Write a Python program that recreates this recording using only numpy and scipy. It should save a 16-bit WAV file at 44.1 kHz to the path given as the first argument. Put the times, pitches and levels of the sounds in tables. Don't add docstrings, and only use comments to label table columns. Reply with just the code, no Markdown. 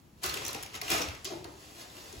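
import sys
import numpy as np
from scipy import signal
from scipy.fft import rfft, irfft, next_fast_len
from scipy.io import wavfile
from scipy.ndimage import uniform_filter1d

SR = 44100
rng = np.random.default_rng(int(sys.argv[2]) if len(sys.argv) > 2 else 0)


def ratio_of_db(decibels):
    return 10 ** (np.asarray(decibels, float) / 20)


def bounce(signal):
    frames = np.transpose(np.atleast_2d(signal))
    limited = np.clip(frames, -1, 1)
    pcm = np.round(limited * 32767).astype(np.int16)
    wavfile.write(sys.argv[1], SR, pcm)


N = 97020

# (time [s], rattle level [dB])
SHAKE = [(.215, -59), (.24, -38), (.33, -45), (.43, -46), (.47, -47.5), (.57, -49.5), (.61, -52),
         (.72, -59.5), (.76, -41), (.8, -98), (.83, -46), (.875, -46.5), (.915, -30.5), (1.03, -45.5),
         (1.1, -52.5), (1.22, -66), (1.27, -51), (1.4, -62)]
# (frequency [Hz], density [dB per Hz])
RATTLE_SPECTRUM = [(150, -36), (300, -2), (1000, -7), (2500, -6.5), (6500, -10.5), (9000, -14),
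                   (13000, -16), (17000, -23)]
# (frequency [Hz], level [dB])
LADDER_MODES = [(1000, -37), (1250, -4), (2120, -3.5), (2500, -7), (2800, -4), (5700, -5)]
# (time [s], peak [dB], ring [Hz], treble tick [dB])
CLICKS = [(.2245, -55, 6000, -27), (.2330, -33.5, 7100, -7.5), (.2368, -20.5, 4600, -24),
          (.2398, -19, 1230, -23), (.2612, -31.5, 2500, -8), (.2946, -24.5, 4300, -19),
          (.3408, -23, 3220, -19), (.372, -23, 2660, -30), (.4498, -25.5, 5730, -17.5),
          (.4565, -39, 6770, -25), (.4642, -26.5, 6000, -19), (.471, -27, 6060, -30),
          (.4812, -28, 5660, -14), (.489, -26, 4100, -28), (.4965, -44, 5900, -35),
          (.508, -40.5, 5000, -11), (.5303, -31.5, 4530, -14), (.546, -25, 2550, -24),
          (.6266, -37.5, 6850, -12), (.632, -27.5, 5400, -19), (.6612, -31.5, 2270, -25),
          (.733, -38, 3060, -35), (.7418, -28.5, 1960, -29), (.7515, -31, 3880, -22),
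          (.759, -29.5, 3070, -32), (.8142, -23.5, 2200, -22), (.818, -29, 4550, -22),
          (.88, -23, 2750, -29), (.8918, -33, 3060, -19), (.9018, -20, 2420, -15.5),
          (.9108, -19, 2190, -33), (.9158, -14, 5200, -24), (.931, -40, 2460, -29), (.94, -23, 1240, -26),
          (.9775, -29.5, 2600, -16), (1.016, -21.5, 5930, -27), (1.0205, -20, 5440, -36),
          (1.0853, -26, 2600, -26), (1.149, -35, 2200, -26), (1.2452, -30.5, 7150, -18),
          (1.2498, -28.5, 6120, -35), (1.252, -25, 3200, -27), (1.259, -31, 4870, -23),
          (1.4428, -33, 4220, -24.5), (1.797, -49, 2600, -34), (1.811, -36.5, 4400, -21),
          (1.835, -60, 3000, -23), (1.9, -39.5, 3800, -28), (1.9672, -37, 2880, -22),
          (2.1268, -39.5, 6570, -16.5)]
# (frequency [Hz], density [dB per Hz])
TICK_SPECTRUM = [(3000, -9.5), (8000, 0), (11000, 2), (13500, -1.5), (16000, -4.5)]
# (time [s], peak [dB], ring [Hz], upper modes [dB])
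KNOCKS = [(0.243, -38, 388, -32), (0.29, -46, 403, -16), (0.359, -40, 398, -28), (0.399, -46, 396, -28),
          (0.419, -54.5, 332, 4), (0.491, -43.5, 390, -9), (0.551, -43, 278, -6), (0.565, -46, 306, -9),
          (0.822, -44, 422, -7.5), (0.945, -35, 419, -11), (1.001, -34, 294, -11), (1.256, -40.5, 361, -30),
          (1.272, -38, 380, -18.5), (1.306, -37.5, 417, -23), (1.321, -32, 376, -21),
          (1.335, -37.5, 339, -13), (1.356, -34, 351, -38), (1.374, -58, 353, -16),
          (1.45, -38.5, 390, -18.5), (1.478, -45, 305, -11.5), (1.512, -51.5, 368, -13),
          (2.131, -43, 385, -47)]
# (multiple of the knock [ratio], level [dB])
UPPER_MODES = [(1.56, 15.5), (2.8, 13), (3.4, -2)]
# (time [s], peak [dB], frequency [Hz])
THUDS = [
    (0.256, -47.5, 111),
    (0.558, -46, 151),
    (0.748, -64, 118),
    (0.925, -35, 170),
    (1.079, -38, 74),
    (1.109, -63, 65),
    (1.451, -49, 120),
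    (2.163, -43, 68.4),
    (2.18, -50, 52),
]
# (time [s], level [dB], centre [Hz], width [Hz], decay T60 [s])
SHIVERS = [
    (.239, -38.5, 1370, 257, 0.067),
    (.45, -41.5, 5800, 604, 0.15),
    (.905, -38.5, 1140, 495, 0.2),
    (1.016, -49, 4900, 1520, 0.058),
    (1.2475, -39, 4910, 3500, 0.13),
    (1.3, -45.5, 560, 305, 0.14),
    (1.444, -45, 1030, 810, 0.063),
]
# (time [s], level [dB])
CLOTH_MOVES = [(.17, -71), (.22, -64), (.3, -74), (1.4, -62.5), (1.57, -60.5), (1.63, -57.5), (1.74, -56.5),
               (1.8, -50.5), (1.87, -59), (1.96, -53.5), (2.05, -54), (2.12, -55), (2.2, -55)]
# (frequency [Hz], density [dB per Hz])
FABRIC_SPECTRUM = [(150, -32.5), (300, -2), (1500, -12), (4500, -11), (7000, -13), (10000, -15.5),
                   (17000, -21.5)]
# (frequency [Hz], density [dB per Hz])
AIR_SPECTRUM = [(15, -70), (50, -8), (110, -7.5), (330, -13.5), (500, -22.5), (2000, -32), (8000, -38),
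                (17000, -39.5)]
# (time [s], lift [dB])
RUMBLE_LIFT = [(0, -1), (.2, 1.5), (.3, 9.5), (.6, 5.5), (.75, 3.5), (.95, 12.5), (1.2, 2.5), (1.4, 6.5),
               (1.6, -2), (2.2, 1.5)]
# (frequency [Hz], decay T60 [s])
KITCHEN_T60 = [(200, 0.47), (1500, 0.56), (5000, 0.39), (14000, 0.1)]
# (frequency [Hz], likeness [0 to 1])
PORT_LIKENESS = [(60, .95), (300, .8), (700, .3), (1200, .35), (1900, .1), (2500, .55), (5200, .25)]
# (frequency [Hz], left leads by [rad])
PORT_LEAD = [(60, .05), (400, .45), (1100, 1.5), (1700, 3.2), (2100, 6.1), (2900, 7.0), (4000, 6.2),
             (7016, 6.28)]
# (frequency [Hz], left over right [dB])
PORT_LEAN = [(100, .5), (300, 2.4), (600, 2.8), (1300, -.5), (3000, 1.2), (6000, -.3), (9000, 0)]


def evened(x):
    return x / np.sqrt(np.mean(x ** 2) + 1e-20)


def read(points, hz):
    f, value = np.transpose(points)
    return np.interp(np.log(hz + 1), np.log(f + 1), value)


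def curve(points):
    return np.interp(np.arange(N) / SR, *np.transpose(points), left=-120, right=-120)


def add(mix, s, sound):
    part = mix[round(s * SR):][:len(sound)]
    part += sound[:len(part)]


def ring(hz, t60, rise_s=.0004):
    t = np.arange(int(abs(t60) * SR) + 20) / SR
    return (1 - np.exp(-t / rise_s)) * ratio_of_db(-60 * t / t60) * np.sin(2 * np.pi * hz * t)


def colour(x, spectrum):
    log_gain = np.log(ratio_of_db(read(spectrum, np.abs(np.fft.fftfreq(4096, 1 / SR)))))
    taps = np.fft.ifft(np.exp(np.conj(signal.hilbert(log_gain)))).real[:2048]
    return signal.oaconvolve(x, taps)[:N]


def grains(per_s, spread_db):
    hit, size, sign = rng.random((N, 3)).T
    level_db = spread_db * np.minimum(-np.log(size + 1e-9), 5)
    return (hit < per_s / SR) * ratio_of_db(level_db) * np.sign(sign - .5)


def ladder(impacts):
    t60_at_1khz = 0.037
    weights = rng.uniform(-1.5, 1.5, (len(LADDER_MODES), N // 64 + 1)).repeat(64, axis=1)[:, :N]
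    out = np.zeros(N)
    for (hz, db), weight in zip(LADDER_MODES, weights):
        mode = ring(hz, t60_at_1khz * (1000 / hz) ** 0.36)
        out += ratio_of_db(db) * signal.oaconvolve(impacts * weight, mode)[:N]
    return out


def rattle():
    impacts = grains(per_s=3000, spread_db=2.2)
    chatter = evened(colour(impacts, RATTLE_SPECTRUM))
    ringing = ratio_of_db(-15.5) * evened(ladder(impacts))
    return ratio_of_db(curve(SHAKE)) * (chatter + ringing)


def clicks():
    ring_t60, tick_t60, lag_s = .007, .008, 0.00074
    rings, blows, cracks, ticks = np.zeros((4, N))
    fade = ratio_of_db(-60 * np.arange(900) / SR / tick_t60)
    for (s, db, hz, tick_db), noise in zip(CLICKS, rng.standard_normal((len(CLICKS), 900))):
        body = ring(hz, ring_t60)
        roughness = 1 + 0.26 * noise[:len(body)].clip(-1.5, 1.5)
        add(rings, s, ratio_of_db(db + 1) * body * roughness)
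        add(ticks, s, ratio_of_db(db + tick_db + 17) * noise * fade)
        add(cracks, s, ratio_of_db(db + 11.5) * noise[::-1] * fade ** 0.63)
        add(blows, s, ratio_of_db(np.array([db - 16])))
    thin_cracks = uniform_filter1d(np.diff(cracks, prepend=0), size=4)
    snaps = rings + colour(ticks, TICK_SPECTRUM) + ladder(blows) + colour(thin_cracks, RATTLE_SPECTRUM)
    return np.roll(snaps, round(lag_s * SR))


def knocks():
    t60, rise_s = 0.079, 0.0015
    out = np.zeros(N)
    detunes = rng.uniform(.88, 1.12, (len(KNOCKS), len(UPPER_MODES)))
    for (s, db, hz, upper_db), detune in zip(KNOCKS, detunes):
        add(out, s, ratio_of_db(db + 1.5) * ring(hz, t60, rise_s))
        for (multiple, mode_db), shift in zip(UPPER_MODES, detune):
            mode = ring(hz * multiple * shift, t60 * 0.39, rise_s * 0.47)
            add(out, s, ratio_of_db(db + 1.5 + upper_db + mode_db) * mode)
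    for s, db, hz in THUDS:
        add(out, s, ratio_of_db(db + 13) * ring(hz, t60=0.027, rise_s=0.0035))
    return out


def shivers():
    out, t = np.zeros(N), np.arange(SR // 4) / SR
    draws = rng.standard_normal((len(SHIVERS), 2, len(t)))
    for (s, db, hz, width_hz, t60), (hit, size) in zip(SHIVERS, draws):
        edges_hz = [hz - width_hz / 2, hz + width_hz / 2]
        band = signal.butter(2, edges_hz, "bandpass", fs=SR, output="sos")
        buzz = evened(signal.sosfilt(band, (hit > 1) * size))
        add(out, s, ratio_of_db(db - 60 * t / t60) * np.minimum(t / .003, 1) * buzz)
    return out


def cloth():
    friction = colour(grains(per_s=6000, spread_db=2.8), FABRIC_SPECTRUM)
    return ratio_of_db(curve(CLOTH_MOVES)) * evened(friction)


def hush():
    noise = rng.standard_normal((2, N))
    air = ratio_of_db(-57) * evened(np.array([colour(v, AIR_SPECTRUM) for v in noise]))
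    bass = signal.sosfilt(signal.butter(2, 220, fs=SR, output="sos"), air)
    return air + (ratio_of_db(curve(RUMBLE_LIFT)) - 1) * bass


def kitchen(x, room_db):
    turn_hz, early_db, size = 14.035, 0, SR // 2
    out = np.zeros((2, N))
    turn = np.pi * turn_hz * np.arange(N) / SR / 3
    for k in range(3):
        taps, early = np.zeros((2, size)), np.zeros((2, size))
        at = np.arange(400, size - 20, 20) + rng.integers(0, 20, (2, (size - 401) // 20))
        np.put_along_axis(taps, at, rng.choice([-1., 1.], at.shape), 1)
        hz, t, z = signal.stft(taps, SR, nperseg=256)
        decay = ratio_of_db(-60 * t / read(KITCHEN_T60, hz)[:, None])
        tail = signal.istft(z * decay, SR, nperseg=256)[1][:, :size]
        echoes = ratio_of_db(early_db) * rng.choice([-.4, .4], (2, 7))
        np.put_along_axis(early, rng.integers(30, 900, (2, 7)), echoes, 1)
        share = np.sqrt(2 / 3) * np.cos(turn + k * np.pi / 3)
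        room = tail / np.linalg.norm(tail[0]) + early
        out += ratio_of_db(room_db) * signal.fftconvolve(share * x[None], room, axes=1)[:, :N]
    return out + np.array([x, np.roll(x, 130)])


def scene():
    near = kitchen(rattle() + cloth() + shivers(), room_db=-3)
    near += kitchen(clicks(), room_db=-11)
    near += kitchen(knocks(), room_db=-6)
    mic_low = signal.butter(2, 42, "highpass", fs=SR, output="sos")
    return signal.sosfilt(mic_low, near * ratio_of_db(1.5)) + hush()


def two_ports(dry):
    join_hz, join_width_hz, treble_same = 6580, 360, .92
    gap_s, edge_hz, top_db_per_khz = 11 / SR, 16900, 20
    size = next_fast_len(N + 512)
    hz, (left, other) = np.fft.rfftfreq(size, 1 / SR), rfft(dry, size)
    join = 1 / (1 + np.exp(-(hz - join_hz) / join_width_hz))
    same = np.clip(read(PORT_LIKENESS, hz) * (1 - join) + join * treble_same, 0, 1)
    lead = np.where(hz > 7016, -2 * np.pi * (hz * gap_s + .25), read(PORT_LEAD, hz))
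    right = same * left * np.exp(-1j * lead) + np.sqrt(1 - same ** 2) * other
    power = uniform_filter1d(abs(np.array([left, right])) ** 2, 500) + 1e-12
    right = right * np.sqrt(power[0] / power[1]) * ratio_of_db(-read(PORT_LEAN, hz))
    roll_off = (hz < edge_hz) * ratio_of_db(-top_db_per_khz * np.clip(hz / 1000 - 15.8, 0, 9))
    return irfft(np.array([left, right]) * roll_off, size)[:, :N]


def thin_steady_treble(ports):
    weak_db, sudden_db, steady_edge_hz, lead_in = 5, 9, 15850, 1024 - 276
    pair = np.pad([ports[0] + ports[1], ports[0] - ports[1]], ((0, 0), (lead_in, 0))) / 2
    window = np.sin(np.pi * (np.arange(2048) + .5) / 2048)
    hz, t, z = signal.stft(pair, SR, window, 2048, 1024)
    hz = hz[:1024, None]
    band_power = (abs(z[:, :1024]) ** 2).reshape(2, 32, 32, -1).sum(axis=2)
    band_db = 10 * np.log10(band_power + 1e-20)
    edge = uniform_filter1d(np.diff(pair, 2, axis=1) ** 2, 128).sum(axis=0) + 1e-14
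    jump = edge / np.roll(uniform_filter1d(edge, 700), 420) > ratio_of_db(2 * sudden_db)
    sudden = uniform_filter1d(jump * 1., 600)[lead_in - 200:][:N] > 1e-6
    strong = (band_db > band_db[::-1] - weak_db).repeat(32, axis=1)
    z[:, :1024] *= (strong | (hz < 6200)) & (hz < steady_edge_hz)
    mid, side = signal.istft(z, SR, window, 2048, 1024)[1][:, lead_in:][:, :N]
    steady = np.array([mid + side, mid - side])
    return steady + (ports - steady) * uniform_filter1d(sudden * 1., 128)


def band_limit(x):
    return signal.sosfilt(signal.butter(12, 17000, fs=SR, output="sos"), x)


def record(dry):
    ceiling = .3
    ports = ceiling * np.tanh(two_ports(dry) / ceiling)
    mix = thin_steady_treble(ports)
    return band_limit(mix)


dry = scene()
out = record(dry)
bounce(out)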